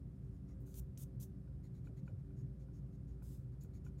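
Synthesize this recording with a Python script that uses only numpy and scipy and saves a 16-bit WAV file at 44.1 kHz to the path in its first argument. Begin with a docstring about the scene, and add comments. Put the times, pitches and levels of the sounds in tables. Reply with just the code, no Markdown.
"""A desk in a quiet room, microphone close to a sheet of paper; ventilation and mains hum run throughout.
A pencil's eraser rubs three soft strokes, a hand bumps the desk and slides, the pencil ticks in the grip.
Near 1 s the paper snaps crisply as three quick flicks of the fingers sweep the crumbs away.
From 1.6 s the rubbing resumes, among more ticks, low bumps and dull knocks of the eraser on the desk.
At 3.2 s the hand slides over the sheet again, and a last, firmer run of strokes follows."""
import sys
import numpy as np
from scipy import signal
from scipy.fft import rfft, irfft
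from scipy.io import wavfile
from scipy.ndimage import uniform_filter1d

SR = 44100
rng = np.random.default_rng(int(sys.argv[2]) if len(sys.argv) > 2 else 0)


def log_audio(samples):
    """Write samples as a 16-bit WAV file to the path given in sys.argv[1]."""
    # one column per channel
    frames = np.atleast_2d(samples).T
    # limit to full scale, then quantise
    limited = np.clip(frames, -1, 1)
    pcm = np.round(limited * 32767).astype(np.int16)
    wavfile.write(sys.argv[1], SR, pcm)


N = 176400


def amp(db):
    """Decibels to gain."""
    return 10 ** (np.asarray(db) / 20)


def unit(x):
    """Scales to rms 1."""
    return x / np.sqrt(np.mean(abs(x) ** 2) + 1e-30)


def add(mix, start_s, sound):
    """Mixes a sound in at start_s."""
    part = mix[max(round(start_s * SR), 0):][:len(sound)]
    part += sound[:len(part)]


def coloured(x, colour, resonances=()):
    """Filters x by (freq_hz, level_db) points and (centre_hz, width_hz, lift_db) humps; rms 1."""
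    f = np.fft.rfftfreq(len(x), 1 / SR)
    octave = np.log2(f + 1)
    hz, db = np.transpose(colour)
    octaves_outside = abs(octave - np.clip(octave, np.log2(hz[0]), np.log2(hz[-1])))
    humps = sum(lift * np.exp(-((f - centre) / width) ** 2) for centre, width, lift in resonances)
    gain = amp(np.interp(octave, np.log2(hz), db) + humps - 24 * octaves_outside)
    return unit(irfft(rfft(x) * gain, len(x)))


def drift(hz, size=N):
    """Random wavering of rms 1, up to about the given rate."""
    f = np.fft.rfftfreq(size, 1 / SR)
    return unit(irfft(rfft(rng.standard_normal(size)) * np.exp(-(f / hz) ** 2), size))


# Ventilation, low in the room, and its thin hiss of air: freq_hz, level_db
RUMBLE_COLOUR = [(38, -10), (48, -4.5), (58, 1), (68, -2.5), (85, 3.5), (105, -2), (135, 6), (175, -3.5),
                 (215, -9.5), (300, -16.5), (370, -21), (440, -27), (520, -27.5), (700, -39.5)]
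AIR_COLOUR = [(400, -9.5), (650, 4.5), (900, -1), (1450, -2), (2000, -9), (3000, -14.5), (5000, -16.5),
              (6500, -18.5), (8800, -17.5), (10500, -18), (14000, -21), (15500, -34)]
# Faint narrow bands in the hiss: centre_hz, width_hz, lift_db
AIR_BANDS = [(1477, 35, -3.5), (5200, 100, 4.5), (8930, 120, 5.5)]
# Hum of the mains and the fan: pitch_hz, level_db, width_hz, waver_depth
HUM_TONES = [(58.27, -55, 7, 0.17), (121.45, -59, 3.3, 0.66), (190.8, -64.5, 13, 0.46),
             (282.2, -68.5, 11, 1), (382.2, -71, 8.6, 0.98), (530, -82.5, 6, 0.95), (670, -95.5, 4.3, 0.44)]

def room_tone(rumble_db=-50.5, waver_db=-0.5, air_db=-81.5):
    """Behind the desk sounds, ventilation rumbles, the mains and fan hum, and air hisses."""
    t = np.arange(N) / SR
    rumble = amp(rumble_db + waver_db * drift(5.6)) * coloured(rng.standard_normal(N), RUMBLE_COLOUR)
    hum = np.zeros(N)
    for hz, db, width_hz, depth in HUM_TONES:
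        waver = 1 + depth * (drift(width_hz) + 1j * drift(width_hz))  # in both level and phase
        tone = np.exp(2j * np.pi * (hz * t + rng.random()))
        hum += amp(db) * unit((waver * tone).real)
    air = amp(air_db) * coloured(rng.standard_normal(N), AIR_COLOUR, AIR_BANDS)
    return rumble + hum + air


def sheet_wander(x, depth_db=1.7):
    """The sheet's fine resonances come and go as the contact moves across it."""
    spectra = signal.stft(x, nperseg=256)[2]
    patches = uniform_filter1d(rng.standard_normal(spectra.shape), size=2, axis=0)  # across frequency
    patches = unit(uniform_filter1d(patches, size=9, axis=1))  # across time
    return unit(signal.istft(spectra * amp(depth_db * patches))[1][:len(x)])


def friction(speed, colour, resonances, grain_db, tilt_db=0, clump_hz=500, clump_db=0.86):
    """Countless tiny slips over paper fibres, uneven and in small clumps, as loud as the motion is fast."""
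    size = len(speed)
    slips = rng.standard_normal(size) * amp(grain_db * np.minimum(rng.exponential(1, size), 5))
    clumps = amp(clump_db * drift(clump_hz, size))
    tilted = [(hz, db + tilt_db * np.log2(hz)) for hz, db in colour]
    return speed * sheet_wander(coloured(slips * clumps, tilted, resonances))


# Eraser strokes, close up: start_s, length_s, level_db, fastest_fraction, ring_hz, ring_db,
# middle_hz, body_db, tilt_db_per_octave
STROKES = [(0.227, 0.068, -87, 0.3, 6600, 2, 4050, -3, -4), (0.308, .085, -88.5, .5, 6750, 8, 4050, -2, 0),
           (0.476, 0.072, -81, 0.26, 6640, 9, 5400, 5, -3),
           (1.631, 0.054, -79, 0.3, 6850, 10, 4000, 13.5, 1),
           (1.739, 0.064, -81, 0.23, 6800, 9, 3960, 10.5, 0),
           (1.84, 0.057, -80.5, 0.28, 6950, 9, 4000, 6, -1),
           (1.963, 0.045, -78.5, 0.3, 6650, 11, 4050, 10, -1),
           (2.049, 0.061, -83.5, 0.5, 7000, 9, 4050, 6, -2.5),
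           (2.185, 0.034, -86.5, 0.4, 6700, 5, 4050, 6, -2.5),
           (2.361, 0.069, -81, 0.53, 6700, 12, 5130, 5, -1), (2.591, 0.061, -83, 0.3, 6600, 9, 4050, 2, -3),
           (2.727, 0.077, -82, 0.4, 6500, 11.5, 5100, 5, -0.5),
           (2.909, .055, -85, 0.9, 6550, 9, 4050, 4, -2),
           (3.073, 0.087, -84.5, 0.1, 6750, 10, 5100, 3, -2.5),
           (3.517, 0.027, -87.5, 0.8, 6860, 10, 4050, 10, 0),
           (3.606, 0.061, -73.5, 0.13, 6840, 13, 4200, 8, 2.5),
           (3.731, 0.057, -76.5, 0.44, 6750, 13.5, 4380, 11, .5),
           (3.842, 0.055, -76, 0.18, 6840, 10, 4700, -2, -1.5),
           (3.979, 0.038, -79, 0.27, 6900, 14.5, 4300, 6, -1)]
# Hiss of rubber on paper: freq_hz, level_db
ERASER_COLOUR = [(900, 2), (2100, 0), (3000, -4.5), (4600, -3), (5500, 0), (6100, 1.5), (7300, 0),
                 (8500, -3.5), (10500, -2.5), (12300, -2), (14300, -3.5), (15500, -5)]
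# Peaks and dips of the sheet under the eraser: centre_hz, width_hz, lift_db
SHEET_UNDER_ERASER = [(4500, 160, 1.5), (5570, 150, 3.5), (6280, 160, -2.5), (10540, 320, 3),
                      (11060, 200, -2), (11800, 350, 3)]

def eraser_strokes(ring_width_hz=470, middle_width_hz=610, low_hz=2110, low_width_hz=390):
    """Each stroke speeds up and slows; the rubber hisses through a high ring, with more body on some."""
    out, t = np.zeros(N), np.arange(8192) / SR
    for start, length, db, fastest, ring_hz, ring_db, middle_hz, body_db, tilt_db in STROKES:
        progress = np.interp(t / length, [0, np.clip(fastest, .05, .95), 1], [0, .5, 1])
        speed = abs(np.sin(np.pi * progress)) ** 0.69
        body = [(middle_hz, middle_width_hz, body_db), (low_hz, low_width_hz, body_db)]
        resonances = [(ring_hz, ring_width_hz, ring_db), *body, *SHEET_UNDER_ERASER]
        rub = friction(speed, ERASER_COLOUR, resonances, grain_db=1.5, tilt_db=tilt_db)
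        add(out, start, amp(db) * rub)
    return out


# Soft bumps of the hand on the desk: start_s, level_db, pitch_hz
BUMPS = [(0.295, -38.5, 83), (0.8, -34.5, 72.6), (1.896, -37.5, 150), (2.031, -32.5, 139),
         (2.128, -31, 107.6), (2.422, -31.5, 118.4), (2.446, -36, 137), (3.382, -36, 111)]

def hand_bumps(attack_s=0.0041, t60_s=0.068):
    """The desk top gives a few low swings under the hand."""
    out, t = np.zeros(N), np.arange(8192) / SR
    for start, db, hz in BUMPS:
        envelope = amp(db - 60 * t / t60_s) * np.minimum(t / attack_s, 1)
        add(out, start, envelope * np.sin(2 * np.pi * hz * t))
    return out


def skin_speed(length_s, attack_s, release_s, swell_db):
    """Envelope of skin moving on paper: touch, speed up, lift."""
    t = np.arange(SR // 2) / SR
    touch = np.minimum(t / attack_s, 1)
    swell = amp(swell_db * (np.minimum(t / length_s, 1) - 1))
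    lift = np.exp(-np.maximum(t - length_s, 0) / release_s)
    return touch * swell * lift


# The hand sliding on the sheet: start_s, length_s, level_db, attack_s, release_s, tilt_db_per_octave,
# lower_hz, lower_db, upper_hz, upper_db
SLIDES = [(0.598, 0.02, -82, .008, 0.03, 3, 13300, 9, 14300, 9),
          (0.653, 0.082, -74, 0.014, 0.0025, 0.5, 6100, 10, 6750, 10),
          (3.219, 0.13, -72, 0.014, 0.034, -.5, 5050, 6.5, 11950, 0)]
# Hiss of skin on paper: freq_hz, level_db
SLIDE_COLOUR = [(1000, -12), (2500, -12.5), (4300, -4), (5600, -8), (7200, -1), (8500, -1), (10700, -2),
                (12500, 0), (15700, -2.5)]
# Peaks and dips of the sheet under the hand: centre_hz, width_hz, lift_db
SHEET_UNDER_HAND = [(4340, 200, -4), (5600, 200, 3), (6340, 170, 5), (10800, 200, -3)]

def hand_slides(width_hz=190):
    """The side of the hand brushes along the paper, which resonates differently at each place."""
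    out = np.zeros(N)
    for start, length, db, attack, release, tilt_db, lower_hz, lower_db, upper_hz, upper_db in SLIDES:
        speed = skin_speed(length, attack, release, swell_db=1.5)
        resonances = [(lower_hz, width_hz, lower_db), (upper_hz, width_hz, upper_db), *SHEET_UNDER_HAND]
        brush = friction(speed, SLIDE_COLOUR, resonances, grain_db=1.5, tilt_db=tilt_db)
        add(out, start, amp(db) * brush)
    return out


# Ticks of the pencil in the grip: start_s, level_db, tilt_db_per_octave, desk_db
TICKS = [(.676, -74.5, -5, -82), (1.474, -74.5, -10, -76), (1.8711, -64, -2.5, -68.5),
         (2.0772, -60, -2.5, -67), (2.304, -74.5, -6, -88), (2.6843, -75, -12, -81),
         (3.2205, -68, -9.5, -81), (3.6463, -74.5, -8, -75), (3.8643, -62, -4.5, -82.5)]
# Modes of the pencil: pitch_hz, level_db, t60_s
PENCIL_MODES = [(820, -2, 0.017), (1006, -11, 0.077), (1442, 5.5, 0.031), (1710, -13, 0.018),
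                (2330, -7, 0.047), (2480, -1, 0.032), (2940, -16, 0.078)]
# The desk's answer from under the sheet: freq_hz, level_db
DESK_COLOUR = [(150, -15), (300, 1.5), (500, 6.5), (720, -7.5), (1000, -36), (2000, -41)]

def pencil_ticks(attack_s=0.0023, desk_rise_s=0.019):
    """The pencil rings briefly, and the desk answers with a dull rumble."""
    out, t = np.zeros(N), np.arange(8192) / SR
    pivot_hz = PENCIL_MODES[2][0]
    desk_envelope = t / desk_rise_s * np.exp(1 - t / desk_rise_s)
    for start, db, tilt_db, desk_db in TICKS:
        ring = np.zeros(len(t))
        for hz, mode_db, t60 in PENCIL_MODES:
            decay = amp(mode_db + tilt_db * np.log2(hz / pivot_hz) - 60 * t / t60)
            ring += decay * np.sin(2 * np.pi * (hz * t + rng.random()))
        desk = coloured(rng.standard_normal(len(t)), DESK_COLOUR) * desk_envelope
        add(out, start, amp(db) * ring * np.minimum(t / attack_s, 1) + amp(desk_db) * desk)
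    return out


# Crisp snaps of the sheet, close up: start_s, level_db, centre_hz, width_octaves, length_s
SNAPS = [(0.741, -61.5, 6100, 1, 0.0053), (0.9759, -55.5, 6240, 0.19, 0.0019),
         (0.9761, -61.5, 8000, 0.13, .003), (0.9733, -69.5, 2420, 0.59, 0.0047),
         (3.522, -87, 10000, .6, 0.0018), (3.6368, -59, 13400, 0.28, 0.0011)]

def paper_snaps():
    """The paper catches and lets go with a very short burst."""
    out, t = np.zeros(N), np.arange(2048) / SR
    octave = np.log2(np.fft.rfftfreq(len(t), 1 / SR) + 1)
    for start, db, hz, width, length in SNAPS:
        band = 1 / (1 + ((octave - np.log2(hz)) / width) ** 2)
        burst = irfft(rfft(rng.standard_normal(len(t))) * band)
        fade = np.exp(-(t / length) ** 2)
        add(out, start, amp(db) * unit(burst * fade) * fade.std())
    return out


# Fingers flicking across the sheet: start_s, length_s, level_db, swell_db, release_s,
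# peak_hz, peak_db, dip_hz, dip_db
FLICKS = [(0.742, 0.056, -56.5, 10.5, 0.0024, 6760, 0, 10400, -6),
          (0.975, .061, -60, 4.5, 0.0057, 8750, 2, 14300, -3),
          (1.198, 0.036, -58, 7, 0.011, 6100, 7, 4270, -1)]
# Bright hiss of swept crumbs: freq_hz, level_db
FLICK_COLOUR = [(800, -11.5), (2000, -17), (3500, -8.5), (4700, -10), (6100, -1.5), (7000, -0.5),
                (8300, -1), (10400, -1), (13200, 2), (15700, -2.5)]

def finger_flicks(attack_s=0.0025, peak_width_hz=190, dip_width_hz=130):
    """Fingers land already moving and speed up, whisking the gritty crumbs off the sheet."""
    out = np.zeros(N)
    for start, length, db, swell_db, release, peak_hz, peak_db, dip_hz, dip_db in FLICKS:
        speed = skin_speed(length, attack_s, release, swell_db)
        resonances = [(peak_hz, peak_width_hz, peak_db), (dip_hz, dip_width_hz, dip_db)]
        add(out, start, amp(db) * friction(speed, FLICK_COLOUR, resonances, grain_db=1))
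    return out


# Knocks of the eraser on the desk as it turns round: start_s, level_db
KNOCKS = [(1.891, -61.5), (2.095, -64.5), (2.304, -72), (2.346, -71.5), (2.517, -75)]
# Modes of the desk top: pitch_hz, level_db, t60_s
DESK_MODES = [(423, -2.5, 0.11), (535, -5, 0.091), (617, -1, .09), (762, -5.5, 0.063)]

def eraser_knocks(attack_s=0.0028):
    """The eraser presses through the sheet and the desk top rings dully."""
    out, t = np.zeros(N), np.arange(8192) / SR
    ring = sum(amp(db - 60 * t / t60) * np.sin(2 * np.pi * hz * t) for hz, db, t60 in DESK_MODES)
    for start, db in KNOCKS:
        add(out, start, amp(db) * ring * np.minimum(t / attack_s, 1))
    return out


def room_reflections(direct, level_db=-15.5, t60_s=0.18):
    """Close to the desk, the direct sound leads a short, weak tail of scattered reflections."""
    t = np.arange(SR // 2) / SR
    echoes = rng.standard_normal(len(t)) * (rng.random(len(t)) < .1)
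    tail = echoes * (t > .003) * amp(-60 * t / t60_s)
    return direct + amp(level_db) * signal.fftconvolve(direct, tail / np.linalg.norm(tail))[:N]


def scene():
    """What reaches the one microphone: the desk sounds and their reflections, over the room tone."""
    background = room_tone()
    desk = eraser_strokes() + hand_bumps() + hand_slides() + pencil_ticks()
    desk += paper_snaps() + finger_flicks() + eraser_knocks()
    return (room_reflections(desk) + background)[None]


def record(dry, low_cut_hz=42, band_limit_hz=15850):
    """The recorder's low cut and band limit."""
    low_cut = signal.butter(4, low_cut_hz, "high", fs=SR, output="sos")
    band_limit = signal.firwin(511, band_limit_hz, window=("kaiser", 9), fs=SR)
    return signal.oaconvolve(signal.sosfilt(low_cut, dry), band_limit[None], "same")


dry = scene()
out = record(dry)
log_audio(out)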